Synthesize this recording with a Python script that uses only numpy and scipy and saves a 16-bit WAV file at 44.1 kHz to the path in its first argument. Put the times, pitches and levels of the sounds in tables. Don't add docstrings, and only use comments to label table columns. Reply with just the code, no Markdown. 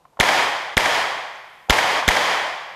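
import sys
import numpy as np
from scipy import signal
from scipy.io import wavfile
from scipy.ndimage import uniform_filter1d

SR = 44100
rng = np.random.default_rng(int(sys.argv[2]) if len(sys.argv) > 2 else 0)


def volts_from_decibels(level):
    exponent = np.asarray(level, float) / 20
    return 10 ** exponent


def dump_mix(stems):
    frames = np.atleast_2d(stems).T
    limited = np.clip(frames, -1, 1)
    pcm = np.round(limited * 32767).astype(np.int16)
    wavfile.write(sys.argv[1], SR, pcm)


N = 121275
DUCK_DB = 11

# t/s, level/dB, gain recovery/s, pressure thump level/dB
SHOTS = [
    (.201, 0, 0.19, -21.5),
    (0.7698, -1, 0.19, -20.5),
    (1.6983, 1, 0.27, -11.5),
    (2.08, 0.5, 0.26, -14.5),
]


def read(points, hz):
    f, value = np.transpose(points)
    return np.interp(np.log(hz + 1), np.log(f + 1), value)


def evened(x):
    return x / np.sqrt(np.mean(x ** 2) + 1e-20)


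def add(mix, s, sound):
    part = mix[round(s * SR):][:len(sound)]
    part += sound[:len(part)]


def noise(colour_db, count, size=512):
    hop = size // 4
    frames = count // hop + 5
    hz = np.fft.rfftfreq(size, 1 / SR)[:, None]
    real, imaginary = rng.standard_normal((frames, len(hz), 2)).T
    t = np.arange(frames) * hop / SR
    spectra = (real + 1j * imaginary) * volts_from_decibels(colour_db(hz, t))
    return signal.istft(spectra, nperseg=size, noverlap=size - hop)[1][:count]


def air():
    # f/Hz, level/dB per Hz
    air_colour = [(15, -32), (25, -9), (113, -10.5), (155, 4.5), (231, -22), (293, -9), (991, -4.5),
                  (1470, -18), (14000, -31.5)]
    sound = noise(lambda hz, t: read(air_colour, hz) + 0 * t, count=N, size=1024)
    return volts_from_decibels(-60) * evened(sound)


def ticks():
    # t/s, peak level/dB, f/Hz, t60/s
    knocks = [
        (.052, -34, 1050, 0.024),
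        (.13, -53, 890, 0.1),
        (.171, -26.5, 1050, .018),
        (.178, -42, 963, 0.028),
        (.1915, -13.5, 855, 0.038),
        (.1955, -17, 1000, 0.015),
        (0.763, -42, 925, .03),
        (1.686, -21.5, 760, 0.045),
        (2.024, -8, 1070, 0.022),
    ]
    out, t = np.zeros(N), np.arange(4000) / SR
    edge = signal.butter(2, [600, 1500], "bandpass", fs=SR)
    grits = rng.standard_normal((len(knocks), len(t)))
    for (s, db, hz, t60), grit in zip(knocks, grits):
        upper = np.sin(2 * np.pi * hz * t)
        lower = 0.7 * np.sin(2 * np.pi * 0.707 * hz * t)
        rough = 1.7 * signal.lfilter(*edge, grit)
        rise = np.minimum(t / .002, 1)
        add(out, s, volts_from_decibels(db - 60 * t / t60) * rise * (upper + lower + rough))
    return out


def hall_db(hz, t=0):
    # f/Hz, level/dB per Hz
    hall_colour = [(18, -45.5), (30, -28.5), (470, -7.5), (709, -1.5), (1280, -6.5), (1840, 0), (4180, -16),
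                   (6810, -22.5), (14000, -31)]
    # f/Hz, width/Hz, level/dB
    housing = [(780, 74, -0.5), (1050, 600, 5), (1500, 750, -3.5), (1900, 590, -1.5), (2700, 400, -4),
               (3236, 390, 5), (4920, 1050, 4.5), (6620, 1300, 3)]
    # f/Hz, t60/s
    decay = [(40, 0.89), (120, 1.01), (250, 0.79), (500, 1.157), (900, 1.31), (2000, 1.348), (5000, 1.062),
             (14000, 0.75)]
    bumps = sum(db / (1 + (2 * (hz - f) / width) ** 2) for f, width, db in housing)
    return read(hall_colour, hz) + bumps - 60 * t / read(decay, hz)


def hall(count=66150):
    lumps = uniform_filter1d(rng.standard_normal(count), size=60)
    lumps = evened(uniform_filter1d(lumps, size=60))
    lump_db = 0.5 * lumps * np.exp(-np.arange(count) / SR / 0.1)
    tail = noise(hall_db, count=count, size=1024) * volts_from_decibels(lump_db)
    return tail / np.sqrt(np.mean(tail[:SR // 10] ** 2))


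def arrivals(t, rows, grit):
    out = 0
    for at, db, hz, length, share in rows:
        u = t - at
        sag = 1 - .04 * u / length
        tone = np.sin(2 * np.pi * hz * u * sag)
        out = out + volts_from_decibels(db) * np.exp(-.5 * (u / length) ** 2) * ((1 - share) * tone + share * grit)
    return out


def blast_front(t):
    u = (t - .001) / .0012
    return volts_from_decibels(-15) * (1 - .5 * u ** 2) * np.exp(-.5 * u ** 2)


def suction(t, db):
    v = (t - .0095) / .002
    rebound = .25 * np.exp(-.5 * ((v - 3.5) / 3.0) ** 2)
    return volts_from_decibels(db) * (rebound - np.exp(-.5 * v ** 2))


def shots():
    # delay t/s, peak level/dB, f/Hz, length/s, noisy share/0-1
    near = [
        (-.0014, -18, 6600, .0005, .4),
        (.0004, -1, 3300, .00045, .35),
        (.0009, -6, 600, .0008, .1),
        (.0016, -7, 1500, .0004, .2),
        (.0045, -8, 3700, .0006, .45),
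        (.0065, -11, 1150, .0012, .3),
        (.0088, 3, 2050, .0006, .3),
        (.013, -7, 1900, .0004, .2),
    ]
    # delay t/s, peak level/dB, f/Hz, length/s, noisy share/0-1
    far = [
        (.029, -11, 2600, .0003, .3),
        (.034, -15, 800, .004, .4),
        (.0385, -16, 2000, .0008, .4),
        (.087, -13, 1600, .0012, .3),
        (.0902, -6.5, 1950, .0005, .15),
        (.0925, -15, 740, .003, .3),
    ]
    alike = 0.71
    own = np.sqrt(1 - np.clip(alike, 0, 1) ** 2)
    lead = .005
    out, same = np.zeros(N), hall()
    t = np.arange(len(same)) / SR - lead

    def crack(dullness):
        return evened(noise(lambda hz, s: dullness * hall_db(hz) + 0 * s, count=len(t)))

    bright, dull = crack(.6), crack(1.1)
    build_up = np.clip(t / .007, 0, 1)
    lull = volts_from_decibels(-2.5 * (t > .017) * (t < .028))
    for s, db, _, thump_db in SHOTS:
        tail = volts_from_decibels(-9.5) * (alike * same + own * hall()) * build_up * lull
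        near_grit = alike * bright + own * crack(.6)
        echoes = arrivals(t, near, near_grit) + arrivals(t, far, dull)
        direct = blast_front(t) + echoes + suction(t, thump_db)
        add(out, s - lead, volts_from_decibels(db) * (tail + volts_from_decibels(DUCK_DB) * direct))
    return out


def cases():
    # t/s, peak level/dB, low f/Hz, high f/Hz
    clinks = [
        (1.352, -50, 5800, 7600),
        (1.625, -62, 4700, 5400),
    ]
    out, t = np.zeros(N), np.arange(3000) / SR
    picks = rng.random((len(clinks), 9))
    for (s, db, low_hz, high_hz), pick in zip(clinks, picks):
        partials = [np.sin(2 * np.pi * (low_hz + p * (high_hz - low_hz)) * t + 40 * p) for p in pick]
        rise = np.minimum(t / 0.0025, 1)
        add(out, s, volts_from_decibels(db - 60 * t / 0.081) * rise * sum(partials) / 3)
    return out


def scene():
    return (air() + ticks() + shots() + cases())[None]


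def gain_duck():
    # lead/s, share of full duck/0-1
    early = [
        (.004, .3),
        (.015, .8),
        (.015, .5),
        (.066, .25),
    ]
    t = np.arange(N) / SR
    ducks = []
    for (s, _, recovery, _), (lead, share) in zip(SHOTS, early):
        times = [s - lead - .008, s - lead, s - .002, s, s + recovery]
        ducks.append(np.interp(t, times, [0, share, share, 1, 0]))
    return np.max(ducks, axis=0)


def top_cut(x):
    return signal.sosfilt(signal.butter(12, 14280, fs=SR, output="sos"), x)


def record(dry):
    t = np.arange(N) / SR
    hiss = volts_from_decibels(-65) * rng.standard_normal(N) * (t > SHOTS[0][0])
    hot = np.clip(dry * volts_from_decibels(-DUCK_DB * gain_duck()) + hiss, -1, 1)
    low_pass = signal.firwin(511, 14200, window=("kaiser", 7), fs=SR)
    limited = signal.oaconvolve(hot, low_pass[None], "same")
    return top_cut(np.clip(limited, -1, 1))


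dry = scene()
out = record(dry)
dump_mix(out)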